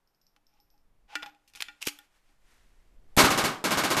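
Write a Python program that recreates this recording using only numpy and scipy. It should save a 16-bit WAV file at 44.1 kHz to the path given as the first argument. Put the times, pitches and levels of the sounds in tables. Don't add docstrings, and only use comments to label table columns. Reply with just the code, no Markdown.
import sys
import numpy as np
from scipy import signal
from scipy.fft import rfft, irfft
from scipy.io import wavfile

SR = 44100
rng = np.random.default_rng(int(sys.argv[2]) if len(sys.argv) > 2 else 0)


def file_out(sig):
    cols = np.atleast_2d(sig).T
    lim = np.clip(cols, -1, 1)
    pcm = np.round(lim * 32767).astype(np.int16)
    wavfile.write(sys.argv[1], SR, pcm)


N = 176400
T = np.arange(N) / SR


def from_db(db):
    return 10 ** (np.asarray(db) / 20)


def at_hz(points, hz):
    freqs, values = np.transpose(points)
    return np.interp(np.log(np.maximum(hz, 1)), np.log(freqs), values)


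def add(out, start, sound):
    i = int(start * SR)
    out[i:i + len(sound)] += sound[:N - i]


def colour(x, spectrum, tilt_db=0, size=4096):
    hz = np.arange(size // 2 + 1) * SR / size
    gain = from_db(at_hz(spectrum, hz) + tilt_db * np.log2(np.maximum(hz, 1000) / 1000))
    cepstrum = irfft(np.log(gain / np.sqrt(np.mean(gain ** 2))))
    cepstrum[1:size // 2] *= 2
    cepstrum[size // 2 + 1:] = 0
    return signal.fftconvolve(x, irfft(np.exp(rfft(cepstrum))))[:len(x)]


def ring(hits, modes, spread_db=0):
    out, t = np.zeros(N), T[:SR // 2]
    shapes = np.array([from_db(db - 60 * t / t60) * np.sin(2 * np.pi * hz * t) * (-1) ** k
                       for k, (hz, db, t60) in enumerate(modes)])
    for start, db in hits:
        add(out, start, from_db(db + spread_db * rng.standard_normal(len(modes))) @ shapes)
    return out


def spray(decay_s):
    t = T[:SR // 4]
    return rng.choice([-1, 1], len(t)) * np.exp(-t / decay_s)


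def resonate(x, resonances):
    return x + sum((from_db(db) - 1) * signal.lfilter(*signal.iirpeak(hz, hz / width, fs=SR), x)
                   for hz, width, db in resonances)


# (time [s], level [dB])
RUMBLE_LEVEL = [(0, -96), (.6, -68.5), (1.05, -59.5), (1.35, -81), (1.55, -62.5), (1.8, -74), (2.2, -72.5),
                (2.45, -60.5), (2.9, -54.5), (3.15, -49.5), (3.6, -63)]
# (frequency [Hz], relative level [dB])
RUMBLE_SPECTRUM = [(25, 7), (60, -10.5), (150, -20.5), (400, -25.5), (900, -34), (3000, -56)]
AIR_SPECTRUM = [(25, 10.5), (60, -10.5), (150, -4), (400, -10), (900, -9.5), (2200, -17.5), (4000, -23),
                (8000, -27), (13500, -26)]

def background(air_db=-74):
    level_db = np.interp(T, *np.transpose(RUMBLE_LEVEL))
    rumble = from_db(level_db) * colour(rng.standard_normal(N), RUMBLE_SPECTRUM)
    return rumble + from_db(air_db) * colour(rng.standard_normal(N), AIR_SPECTRUM)


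# (time [s], relative level [dB])
CASE_TOUCHES = [(0.0743, -58.5), (0.147, -60), (0.2142, -53), (0.2669, -52), (0.4672, -52), (0.5377, -59),
                (0.601, -52), (0.7025, -53.5), (0.7786, -60)]
# (frequency [Hz], relative level [dB], T60 [s])
BRASS_MODES = [(11910, -21.5, 0.29)]
# (frequency [Hz], relative level [dB])
TOUCH_SPECTRUM = [(300, -39), (3500, -18), (4600, -7), (5350, 4.5), (6200, -12), (7500, -21), (13500, -32)]

def cartridges(tick_db=-5, jingle_db=-24):
    out = ring(CASE_TOUCHES, BRASS_MODES, spread_db=3)
    for start, db in CASE_TOUCHES:
        tick = from_db(tick_db) * spray(decay_s=0.0015)
        jingle = from_db(jingle_db) * spray(decay_s=0.049)
        add(out, start, from_db(db) * colour(tick + jingle, TOUCH_SPECTRUM))
    return out


# (frequency [Hz], T60 [s])
BAY_DECAY = [(100, 0.42), (260, 0.43), (700, 0.51), (1840, 0.35), (4850, 0.31), (12800, .27)]

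def bay_tail(rise_s):
    white, hz, t = rfft(rng.standard_normal(SR)), np.arange(SR // 2 + 1), T[:SR]
    edges = np.r_[0, np.geomspace(125, SR / 2, 12)]
    tail = np.zeros(SR)
    for low, high in zip(edges, edges[1:]):
        band = irfft(white * ((hz >= low) & (hz < high)))
        tail += band * from_db(-60 * t / at_hz(BAY_DECAY, (low + high) / 2))
    return tail * (1 - np.exp(-t / rise_s))


def in_bay(direct, bounce_s=0.006, bounce_db=-17, reverb_db=-15):
    bounce = from_db(bounce_db) * np.interp(T - bounce_s, T, direct, left=0)
    tail = bay_tail(rise_s=0.002)
    reverb = from_db(reverb_db) * signal.fftconvolve(direct, tail / np.linalg.norm(tail))[:N]
    return direct + bounce + reverb


# (time [s], contact level [dB], mount hum [dB])
FINGER_BUMPS = [(0.3631, -56, -70), (.53, -78, -70), (.59, -74, -72), (.74, -82, -76), (2.291, -69, -69)]
# (frequency [Hz], relative level [dB])
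STEEL_SPECTRUM = [(100, -36), (500, -14), (800, -13), (1200, -8), (1900, -4.5), (2600, 4), (4000, -4.5),
                  (5200, -3), (8000, -10), (13500, -14.5)]
# (frequency [Hz], relative level [dB], T60 [s])
MOUNT_MODES = [(158, -25.5, 0.274), (299, -5.5, 0.23), (800, -4, 0.13), (828, 2.5, 0.17)]

def finger_bumps():
    out = ring([(start, hum_db) for start, _, hum_db in FINGER_BUMPS], MOUNT_MODES, spread_db=3)
    for start, db, _ in FINGER_BUMPS:
        add(out, start, from_db(db) * colour(spray(decay_s=0.0037), STEEL_SPECTRUM, tilt_db=-4))
    return out


# (time [s], length [s], level [dB], tilt [dB/octave])
SLIDES = [(.46, .13, -77.5, -3.5), (1.076, 0.075, -52, -5), (1.16, 0.14, -59.5, -5.5), (1.532, 0.1, -54, 1),
          (1.806, 0.018, -44.5, 0.5), (1.854, 0.014, -38, 2.1)]
# (frequency [Hz], width [Hz], gain [dB])
SCRAPE_RESONANCES = [(826, 45, 23), (1430, 60, 8), (2850, 130, 0), (3550, 340, 3.5)]

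def steel_slides():
    out, t = np.zeros(N), T[:SR // 4]
    for start, length, db, tilt_db in SLIDES:
        grit = rng.laplace(0, np.sqrt(0.5), len(t)) * (t / length) * (t < length)
        scrape = resonate(colour(grit, STEEL_SPECTRUM, tilt_db), SCRAPE_RESONANCES)
        add(out, start, from_db(db) * scrape)
    return out


# (time [s], level [dB], contact decay [s], tilt [dB/octave], receiver ring [dB], mount hum [dB])
CLACKS = [(1.154, -26.5, 0.0045, -2.5, -33.5, -45.5), (1.2242, -36.5, 0.0016, -5, -62, -60),
          (1.229, -33, 0.0048, -7.5, -42.5, -46), (1.2607, -37, 0.0048, -6, -53, -47),
          (1.348, -54.5, 0.0014, -4, -80, -66), (1.477, -58, 0.018, 3.5, -87, -83),
          (1.499, -56.5, 0.0018, 7, -80, -92), (1.5362, -51.5, 0.0043, 1.1, -71, -72),
          (1.5511, -39, 0.0014, -1.5, -59, -60), (1.5566, -42.5, 0.0091, 2.5, -59, -77),
          (1.573, -43.5, 0.0036, -0.2, -70, -76), (1.6052, -26, 0.0025, -3.4, -56.5, -73),
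          (1.612, -33.5, 0.003, 8.3, -58, -70), (1.6227, -20.5, 0.0019, -0.5, -53, -75.5),
          (1.6846, -41.5, 0.0046, -6, -47, -54.5), (1.8177, -36, 0.0069, 3.2, -58.5, -75.5),
          (1.8258, -26, 0.0026, -0.1, -67, -65), (1.8368, -40.5, 0.0067, 0.7, -77, -77),
          (1.8532, -36.5, 0.0037, 6, -66, -81), (1.8692, -21, 0.0083, 7.3, -76, -80),
          (1.8724, -18, 0.002, -4.5, -57.5, -51), (1.883, -26.5, 0.0066, 2, -59, -86),
          (1.9883, -39.5, 0.002, 7, -57.5, -64.5), (3.1663, -22, 0.018, 10.5, -38, -34)]
# (frequency [Hz], relative level [dB], T60 [s])
RECEIVER_MODES = [(1215, -20.5, 0.12), (1420, -1.5, .13), (1590, -5, 0.094), (1805, -2, .12),
                  (1945, -3.5, 0.11), (2340, -1, 0.067), (2630, -3.5, 0.042), (2700, -12, 0.15),
                  (3500, 3, 0.036), (4280, -8, 0.048), (5060, -10, 0.06), (6740, -17, 0.047),
                  (8000, -33, .1), (10840, -32, 0.11), (11800, -25, 0.17)]

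def steel_clacks():
    contacts = np.zeros(N)
    for start, db, decay_s, tilt_db, _, _ in CLACKS:
        add(contacts, start, from_db(db) * colour(spray(decay_s), STEEL_SPECTRUM, tilt_db))
    receiver = ring([(start, db) for start, *_, db, _ in CLACKS], RECEIVER_MODES, spread_db=3)
    mount = ring([(start, db) for start, *_, db in CLACKS], MOUNT_MODES, spread_db=3)
    return contacts + receiver + mount


# (time [s], level [dB])
HANDLE_STOPS = [(1.1545, -28)]
# (frequency [Hz], relative level [dB], T60 [s])
HANDLE_MODES = [(1440, -6.5, 0.23), (306, -21.5, 0.35)]

def cocking_handle():
    return ring(HANDLE_STOPS, HANDLE_MODES)


# (time [s], level [dB])
BOLT_STOPS = [(1.6048, -48.5), (1.8722, -23)]
# (frequency [Hz], relative level [dB], T60 [s])
BOLT_MODES = [(270, 3.5, 0.011), (470, 2.5, .011), (291, -22.5, 0.24)]

def bolt_thuds():
    return ring(BOLT_STOPS, BOLT_MODES)


# (time [s], relative level [dB])
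BELT_DRAG = [(2.05, -65), (2.082, -75.5), (2.166, -65.5), (2.21, -74.5), (2.302, -68.5), (2.382, -75.5),
             (2.514, -62), (2.702, -69.5), (3.02, -75), (3.12, -71.5)]
# (frequency [Hz], relative level [dB])
CLOTH_SPECTRUM = [(100, -16.5), (300, -9.5), (900, -7.5), (1900, -4.5), (4000, -12), (8000, -15),
                  (13500, -22)]

def belt_slide(gain_db=-3.5, fade_s=0.45):
    times, db = np.transpose(BELT_DRAG)
    level = from_db(np.interp(T, times, db) + gain_db)
    fade = np.exp(-np.abs(T - np.clip(T, times[0], times[-1])) / fade_s)
    return level * fade * colour(rng.standard_normal(N), CLOTH_SPECTRUM)


# (time [s], report level [dB], gas push [dB], time until the report is loudest [s])
SHOTS = [(3.1744, -13.5, -7.5, 0.025), (3.2403, -20, -11, 0.011), (3.3051, -23, -31, 0.0068),
         (3.3763, -22.5, -36, 0.0088), (3.4397, -24, -23, 0.012), (3.641, -24.5, -45, .011),
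         (3.7079, -24, -53, .012), (3.7729, -24, -25, 0.014), (3.8371, -24.5, -43, 0.0098),
         (3.9034, -24, -40, 0.013), (3.9675, -23.5, -27, 0.01)]
# (frequency [Hz], relative level [dB])
BLAST_SPECTRUM = [(40, -19.5), (100, -4.5), (170, 0.5), (400, 4), (650, 5), (1200, 0.5), (2000, -1.5),
                  (4000, -5), (7400, -8.5), (8600, -12), (13500, -14)]
BOOM_SPECTRUM = [(40, -45.5), (100, -10.5), (170, -1.5), (400, -4.5), (700, -7.5), (1200, -1.5), (2000, -6),
                 (4000, -10), (8000, -16.5), (13500, -22.5)]
# (frequency [Hz], width [Hz], gain [dB])
BAY_RESONANCES = [(269, 11, 3.5), (384, 6.8, 3.5), (608, 42, 2.5), (773, 8.9, 4.5), (959.4, 11, 5),
                  (1058, 19, 5), (1260, 24, 4), (1270, 24, -5.5), (1493, 28, 3), (1617, 38, 3),
                  (1955, 22, -1), (2226, 29, 4)]

def gunfire(push_s=0.0012, crack_db=4.5, boom_db=2.5, boom_rise_s=0.016, wall_share=0.67):
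    reports, pushes = np.zeros(N), np.zeros(N)
    age = T[:SR // 10] / push_s
    pulse = 2 * np.sin(np.pi * age / 2) * np.exp(-age)
    walls = np.array([rng.standard_normal(SR), bay_tail(boom_rise_s)])
    for start, db, push_db, peak_s in SHOTS:
        gas = np.array([rng.standard_normal(SR), bay_tail(boom_rise_s)])
        near, late = np.sqrt(wall_share) * walls + np.sqrt(1 - wall_share) * gas
        width_s = 0.011 + 0.3 * peak_s
        blast = near * np.exp(-0.5 * ((T[:SR] - peak_s) / width_s) ** 2)
        add(blast, 0, from_db(crack_db) * spray(decay_s=0.00078))
        report = colour(blast, BLAST_SPECTRUM) + from_db(boom_db) * colour(late, BOOM_SPECTRUM)
        add(reports, start, from_db(db) * report)
        add(pushes, start, from_db(push_db) * pulse)
    return resonate(reports, BAY_RESONANCES) - pushes


def scene():
    handling = cartridges() + finger_bumps() + steel_slides() + steel_clacks() + cocking_handle()
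    return (background() + in_bay(handling) + bolt_thuds() + belt_slide() + gunfire())[None]


def record(dry):
    rounded = 0.77 * np.tanh(dry / 0.79)
    lowpass = signal.ellip(10, 0.2, 80, 13850, fs=SR, output="sos")
    return signal.sosfilt(lowpass, rounded)


dry = scene()
out = record(dry)
file_out(out)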